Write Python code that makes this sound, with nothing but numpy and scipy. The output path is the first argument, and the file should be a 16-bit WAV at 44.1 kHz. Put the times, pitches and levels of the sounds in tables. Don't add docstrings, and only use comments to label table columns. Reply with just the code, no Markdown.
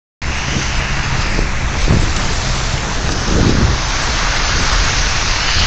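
import sys
import numpy as np
from scipy import signal
from scipy.fft import rfft, irfft, next_fast_len
from scipy.io import wavfile
from scipy.ndimage import uniform_filter1d, map_coordinates

SR = 44100
rng = np.random.default_rng(int(sys.argv[2]) if len(sys.argv) > 2 else 0)


def pcm_store(signal):
    levels = np.round(np.clip(np.atleast_2d(signal), -1, 1) * 32767)
    wavfile.write(sys.argv[1], SR, levels.astype(np.int16).T)


def volts_from_db(level):
    exponent = np.asarray(level, float) / 20
    return 10 ** exponent


N = 249606


def unit(x):
    return x / np.sqrt(np.mean(np.abs(x) ** 2) + 1e-20)


def along(points, hz):
    point_hz, value = np.transpose(points)
    return np.interp(np.log(hz + 1), np.log(point_hz + 1), value)


def curves(rows, t):
    start_s, *columns = np.transpose(rows)
    return [np.interp(t, start_s, column) for column in columns]


def wobble(rate, t):
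    return map_coordinates(rng.standard_normal(2000), [t * rate])


def bump(t, middle_s, length_s):
    return np.exp(-np.abs(2 * (t - middle_s) / length_s) ** 2.4)


def bursts(rows, edge):
    out, t = np.zeros(N + 8192), np.arange(-4096, 4096) / SR
    for middle_s, length_s, level_db in rows:
        shape = np.exp(-np.abs(2 * t / length_s) ** edge)
        out[round(middle_s * SR) - 4096:][:8192] += volts_from_db(level_db) * shape
    return out[:N]


def patter(rate, spread_db):
    hit = rng.random(N) < rate / SR
    size_db = spread_db * np.minimum(rng.exponential(size=N), 5)
    return unit(hit * rng.standard_normal(N) * volts_from_db(size_db))


def band(low_hz, high_hz, count):
    hz = np.fft.rfftfreq(count, 1 / SR)
    return unit(irfft(rfft(rng.standard_normal(count)) * (hz > low_hz) * (hz < high_hz), count))


def rumble(spectrum, even_s):
    count, width = next_fast_len(N), round(even_s * SR)
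    gain = volts_from_db(along(spectrum, np.fft.rfftfreq(count, 1 / SR)))
    x = irfft(rfft(rng.standard_normal(count)) * gain, count)[:N]
    power = uniform_filter1d(uniform_filter1d(x ** 2, width), width)
    return x / np.sqrt(np.abs(power) + 1e-20)


def shaped(x, colour_db, patchy_db):
    hz, t, z = signal.stft(x, SR, nperseg=1024)
    patches = uniform_filter1d(rng.standard_normal(z.shape), size=12, axis=0)
    patches = unit(uniform_filter1d(patches, size=5, axis=1))
    gain = volts_from_db(colour_db(hz[:, None], t) + 0 * t)
    gain = gain / np.sqrt(np.mean(gain ** 2, axis=0))
    return unit(signal.istft(z * gain * volts_from_db(patchy_db * patches), SR, nperseg=1024)[1][:N])


# start_s, level_db
AIRSTREAM = [(0.23, -25.5), (0.62, -27.5), (0.64, -22), (1.42, -19.5), (1.79, -20), (1.85, -13),
             (2.94, -27.5), (2.97, -22.5), (3.06, -25), (3.38, -20.5), (3.42, -16.5), (3.48, -26),
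             (3.53, -20), (3.87, -21.5), (4.84, -19), (5.66, -22)]


def airstream_db(t):
    return curves(AIRSTREAM, t)[0]


# middle_s, length_s, level_db, extra_bite_db
GUSTS = [(0.28, 0.092, -23.5, -5.5), (0.563, 0.069, -26.5, 6), (1.018, 0.059, -32, -24),
         (1.171, 0.12, -18.5, -11), (1.378, 0.11, -22.5, -0.5), (1.65, 0.079, -20, -11),
         (1.745, .05, -29, 3.5), (1.926, 0.059, -9.5, 0), (2.033, .12, -19.5, -0.5), (2.245, 0.17, -25, 3),
         (2.522, 0.24, -38, 8), (2.745, 0.031, -17, -8), (2.884, .1, -25, 1), (3.086, 0.18, -22.5, 0.5),
         (3.32, 0.14, -21.5, 2), (3.432, 0.11, -11, 2), (3.568, 0.23, -17.5, -0.5),
         (3.598, 0.037, -17.5, 6.5), (3.677, 0.081, -6, -11.5), (4.586, 0.15, -21, -3.5),
         (4.835, 0.12, -22.5, -6), (4.98, 0.064, -21, -10), (4.093, 0.31, -26.5, -2.5),
         (5.229, .1, -30, -14), (5.619, 0.13, -17, -10)]


def gusty(t, calm_db, bite_share):
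    strength_db = airstream_db(t)
    lull_db = 0.37 * (strength_db - strength_db.mean())
    power = volts_from_db(2 * (calm_db + lull_db))
    for middle_s, length_s, level_db, bite_db in GUSTS:
        power = power + volts_from_db(2 * (level_db + bite_share * bite_db)) * bump(t, middle_s, length_s)
    return np.sqrt(power)


# pitch_hz, level_db
HEAVE = [(4, -20.5), (14, 5.5), (26, 2), (42, 4), (55, -13), (75, -8), (150, -74)]


def heave(t):
    return volts_from_db(airstream_db(t) + 1.8 + 2 * wobble(14, t)) * rumble(HEAVE, even_s=0.34)


# pitch_hz, level_db
THROB = [(30, -41), (52, 0), (80, -3.5), (120, -6.5), (150, -11), (260, -76)]


def throb(t):
    return gusty(t, calm_db=-25.5, bite_share=0) * rumble(THROB, even_s=0.12)


# pitch_hz, level_db
BUFFET = [(60, -43), (130, -12.5), (160, 2), (220, -2.5), (350, -5.5), (550, -11), (900, -36.5),
          (2000, -75)]


def buffet(t):
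    rough = rumble(BUFFET, even_s=0.058)
    rough = unit(volts_from_db(2.1 * wobble(35, t)) * (rough + 0.12 * (rough ** 2 - 1)))
    return volts_from_db(-2.0) * gusty(t, calm_db=-30 - 0.1 * wobble(12, t), bite_share=1) * rough


# start_s (moment of the peak), peak_db, pitch_hz
POPS = [(.485, -8, 171), (0.554, -10, 182), (0.5678, -3.5, 145), (1.39, -10.5, 231), (1.8816, -2.5, 310),
        (1.9158, -17, 259.2), (1.943, -3.5, 150), (1.9506, -3.5, 109.5), (1.9717, -0.5, 153),
        (1.999, -1.5, 90.7), (2.075, -8.5, 79.6), (3.3121, -5, 265.7), (3.3248, -4, 168),
        (3.398, -12, 68.7), (3.4313, 3, 188), (3.449, -2, 189), (3.46, -3, 72.5), (3.469, 1, 153),
        (3.4795, -3, 75), (3.4951, 3.5, 272), (3.5247, -3, 254), (3.553, -3.5, 258), (3.587, 0, 112.6),
        (3.5924, -8.5, 214), (3.6512, -1.5, 62.3), (3.67, -5, 70.4), (3.6858, -1, 60), (3.699, -4.5, 58.5)]
# start_s (moment of the peak), peak_db, pitch_hz
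FRONT = [
    (1.9092, 1.5, 110),
    (1.9104, -5, 480),
    (1.9252, .5, 165),
    (1.9248, -6, 520),
]
# start_s (moment of the peak), peak_db, pitch_hz
OVERLOAD = (3.4173, 1.6, 62)


def slapped(turbulence, t):
    loose, slaps, overload = turbulence.copy(), np.zeros(N), np.zeros(N)
    for start_s, peak_db, pitch_hz in POPS + FRONT + [OVERLOAD]:
        near = slice(round(start_s * SR) - 900, round(start_s * SR) + 1800)
        u = np.pi * pitch_hz * (t[near] - start_s)
        loose[near] *= 1 - 0.27 * np.exp(-(u / np.pi / 1.34) ** 2)
        push = (1 - 2 * u * u) * np.exp(-u * u) + 0.81 * np.exp(-(2.6 * u) ** 2)
        target = overload if start_s == OVERLOAD[0] else slaps
        target[near] += volts_from_db(peak_db - 7.5) * push
    out, stiff_at = loose + slaps, 0.86
    return out / (1 + (out / stiff_at) ** 6) ** (1 / 6) + overload


def wind(t):
    turbulence, limit = heave(t) + throb(t) + buffet(t), 0.6
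    return slapped(limit * np.tanh(turbulence / limit), t)


# start_s, level_db
RAIN = [(.22, -30), (.5, -26.5), (1.25, -26), (1.5, -28.5), (2.25, -28.5), (3, -29.5), (3.5, -27),
        (3.75, -28), (4.25, -24.5), (4.7, -24), (5.1, -25.5), (5.66, -23)]
# start_s, drumming_top_hz, facing_opening_db
GAP = [(.2, 2680, 8.5), (.6, 3150, 5.5), (1, 2840, 6), (1.3, 2830, 5.5), (1.6, 2580, 4.5), (2, 2780, 1),
       (2.3, 2770, -1.5), (2.6, 2420, -4.5), (3, 2020, -3.5), (3.3, 2060, -11), (3.75, 2270, -4),
       (4, 2800, -2.5), (4.5, 2800, -1), (4.8, 2630, -3), (5.3, 2820, 6.5), (5.66, 3280, 7.5)]
# pitch_hz, level_db
SHELL = [(150, -25.5), (350, -10.5), (600, -1.5), (900, 0.5), (1650, -1), (2000, -3.5), (2400, -9.5),
         (4000, -7.5)]


def rain(t):
    def colour_db(hz, s):
        edge_hz, upper_db = curves(GAP, s)
        harder_db = curves(RAIN, s)[0] + 28.5
        lower = (0.1 - 0.61 * harder_db) * np.clip(np.log2(1250 / (hz + 1)) / 0.94, 0, 1)
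        sings = 0.6 * np.maximum(harder_db, 0) * np.exp(-((hz - 1500) / 350) ** 2)
        upper = (upper_db + 1.0) * np.clip(np.log2((hz + 1) / 1500) / 0.85, 0, 1)
        ridge = 2.6 * np.exp(-((hz / edge_hz - 0.94) / 0.19) ** 2)
        cut = 10 * np.log10(1 + (hz / edge_hz) ** 40)
        return along(SHELL, hz) + sings + upper + lower + ridge - cut
    drums = patter(5000, spread_db=2.0) + 0.81 * rng.standard_normal(N)
    level_db = curves(RAIN, t)[0] + 4.0 + 0.35 * wobble(16, t)
    return volts_from_db(level_db) * shaped(drums, colour_db, patchy_db=0.93)


# middle_s, length_s, level_db
SPLASHES = [
    (1.22, 0.022, -33),
    (2.166, 0.0074, -22),
    (2.5, 0.0082, -59),
    (3.02, 0.017, -39),
    (3.12, 0.016, -30),
    (3.5, 0.026, -36.5),
    (3.28, 0.0065, -29),
    (5.6, 0.024, -31.5),
]


def thrown_water():
    return bursts(SPLASHES, edge=3.0)


# start_s, level_db
SPRAY = [(.22, -32), (.4, -29.5), (.62, -26.5), (.85, -30), (1.38, -29), (1.48, -33), (1.72, -32),
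         (1.82, -27), (1.92, -30.5), (2.05, -28), (2.45, -25.5), (2.92, -28.5), (3.2, -26.5), (3.7, -26.5),
         (4, -24.5), (4.8, -21.5), (5.4, -23), (5.66, -19.5)]
# pitch_hz, level_db
MIST = [(1200, -26), (2200, 1), (3200, -0.5), (4500, 1), (6300, 0), (6850, -3.5), (6950, -30),
        (8000, -61.5)]
# middle_s, length_s, pitch_hz, level_db
GLINT = [
    (0.594, 0.4, 6060, 5.5),
    (1.308, 0.24, 5120, 5),
    (1.62, 0.27, 4830, -5),
    (2.852, 0.34, 4880, -5.5),
    (3.062, 0.03, 5540, -11.5),
    (3.164, .4, 5800, 3.5),
    (5.104, .5, 5970, 2.5),
    (5.6, 0.6, 4510, 5.5),
]


def hiss(t, sheets):
    def colour_db(hz, s):
        colour = along(MIST, hz)
        for middle_s, length_s, pitch_hz, level_db in GLINT:
            colour = colour + level_db * bump(s, middle_s, length_s) * np.exp(-((hz - pitch_hz) / 750) ** 2)
        return colour
    fizz = patter(9000, spread_db=2.0) + 1.28 * rng.standard_normal(N)
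    level_db = curves(SPRAY, t)[0] + 1.76 + 0.41 * wobble(17, t)
    return (volts_from_db(level_db) + sheets) * shaped(fizz, colour_db, patchy_db=1.0)


# middle_s, length_s, level_db
SHEEN = [
    (0.598, .25, -51),
    (1.386, .8, -55),
    (2.2, 0.7, -43),
    (2.701, 0.65, -43),
    (3.352, 0.13, -45),
    (4.116, .3, -43.5),
    (4.65, 0.1, -44),
    (5.187, 1, -49),
]
# start_s, peak_db
FLICKER = [(0.35, -35), (0.658, -39.5), (0.7628, -34.5), (1.2896, -35), (1.382, -35), (1.8014, -31.5),
           (1.895, -33.5), (1.994, -28.5), (2.099, -37), (2.1586, -27), (2.323, -28.5), (2.3926, -34.5),
           (2.541, -29), (2.6375, -42), (2.835, -38.5), (3.04, -34.5), (3.092, -32), (3.1863, -34),
           (3.46, -39), (3.872, -35), (4.0144, -28.5), (4.183, -38.5), (4.335, -31.5), (4.59, -29.5),
           (4.71, -31.5), (4.752, -39), (4.835, -33), (5.08, -32)]
# pitch_hz, level_db
TOP = [(7400, -81.5), (7420, -1.5), (7800, -1), (8000, -4.5), (8150, -12), (8300, -20.5), (8400, -31),
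       (8600, -49)]


def thin_top(t, sheets):
    wisps = volts_from_db(-46.5)
    for middle_s, length_s, level_db in SHEEN:
        wisps = wisps + volts_from_db(level_db) * bump(t, middle_s, length_s)
    lower = (wisps + 0.45 * sheets) * band(6930, 7400, count=next_fast_len(N))[:N]
    flare_s = 0.045
    flares = bursts([(s + flare_s / 2, flare_s, db - 11.5) for s, db in FLICKER], edge=6.0)
    upper_level = volts_from_db(-52) * (wisps / wisps.mean()) ** 0.74
    return lower + np.maximum(upper_level, flares) * rumble(TOP, even_s=0.2)


def spray(t):
    sheets = thrown_water()
    return hiss(t, sheets) + thin_top(t, sheets)


# start_s, pitch_hz, level_db
ENGINE = [(.22, 68, -29.5), (.6, 66.88, -27), (.8, 66.71, -27.5), (1, 66.3, -27), (1.5, 64.87, -28),
          (2, 63.8, -37.5), (2.6, 63.34, -29.5), (3.2, 64.2, -36), (3.9, 63.3, -33), (4.3, 63, -33),
          (4.7, 61.44, -35.5), (5.66, 59.9, -49)]
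# multiple, level_db
FIRING = [(1, -1.5), (2, -2.5), (3, -7), (4, -22), (5, -15.5)]


def engine(t):
    firing_hz, level_db = curves(ENGINE, t)
    turn = 2 * np.pi * np.cumsum(firing_hz * (1 + 0.006 * wobble(13, t))) / SR
    drone = np.zeros(N)
    for multiple, tone_db in FIRING:
        drone += volts_from_db(tone_db + 2.3 * wobble(4, t)) * np.sin(multiple * turn + multiple ** 2)
    return np.sqrt(2) * volts_from_db(level_db) * drone


# start_s, peak_db, pitch_hz
DROPS = [(0.3854, -7, 1890), (0.985, -17, 1390), (1.3904, -1.5, 438), (1.797, -11, 1296),
         (1.9996, -23.5, 1126), (2.245, -8.5, 700), (3.1, -20.5, 3020), (3.1035, -27, 2961),
         (3.9304, -16.5, 2030), (4.0593, -14, 1700), (4.278, -20.5, 1489), (4.626, -19, 1600),
         (4.7157, -3, 2630), (4.9677, -14, 1490)]
# start_s, peak_db, pitch_hz
SMACK = [
    (3.0913, -4.5, 1100),
    (3.0916, -4, 4800),
]


def drops():
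    out, t = np.zeros(N + 600), np.arange(600) / SR
    for start_s, peak_db, pitch_hz in DROPS + SMACK:
        ring = volts_from_db(-60 * t * pitch_hz / 5.1) * np.sin(2 * np.pi * pitch_hz * t)
        fade = (1 - np.exp(-t / 0.0006)) * volts_from_db(-60 * t / 0.006)
        tick = ring + 0.5 * fade * band(1500, 6900, count=len(t))
        for _ in range(2):
            tick = signal.lfilter([0.25, 0.5, 0.25], 1, tick)
        out[round(start_s * SR):][:len(t)] += volts_from_db(peak_db) * tick
    return out[:N]


def scene():
    t = np.arange(N) / SR
    cab = wind(t) + rain(t) + spray(t) + engine(t) + drops()
    return np.array([cab, cab])


# middle_s, low_hz, high_hz
FILLS = [(0.286, 5170, 8200), (.77, 4220, 7200), (1.045, 4600, 6000), (1.555, 6960, 8200),
         (2.49, 7700, 8300), (3.67, 6400, 7830), (3.86, 5200, 6400), (4.145, 7700, 8360),
         (4.466, 5700, 7900), (5.435, 5200, 6270), (5.48, 4150, 5460), (5.505, 6400, 8300)]


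def side_fills(dry):
    out = np.zeros((2, N))
    hz, fade = np.fft.rfftfreq(2048, 1 / SR), signal.windows.tukey(2048, 0.7)
    for middle_s, low_hz, high_hz in FILLS:
        frame = slice(round(middle_s * SR) - 1024, round(middle_s * SR) + 1024)
        backwards = rfft(dry[0, frame][::-1])
        unlike = irfft(backwards * (hz > low_hz) * (hz < high_hz))
        out[:, frame] += volts_from_db(-4.5) * unlike * fade * [[1], [-1]]
    return out


def low_pass(x):
    return signal.sosfilt(signal.butter(12, 8660, fs=SR, output="sos"), x)


def record(dry):
    t, count = np.arange(N) / SR, next_fast_len(N)
    below_top = np.fft.rfftfreq(count, 1 / SR) < 8400
    x = irfft(rfft(dry - 0.012, count) * below_top, count)[:, :N]
    x = x * np.clip((t - 0.2168) / 0.0013, 0, 1)
    x = x / (1 + np.abs(x / 1.12) ** 12) ** (1 / 12)
    return low_pass(x + side_fills(dry))


dry = scene()
out = record(dry)
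pcm_store(out)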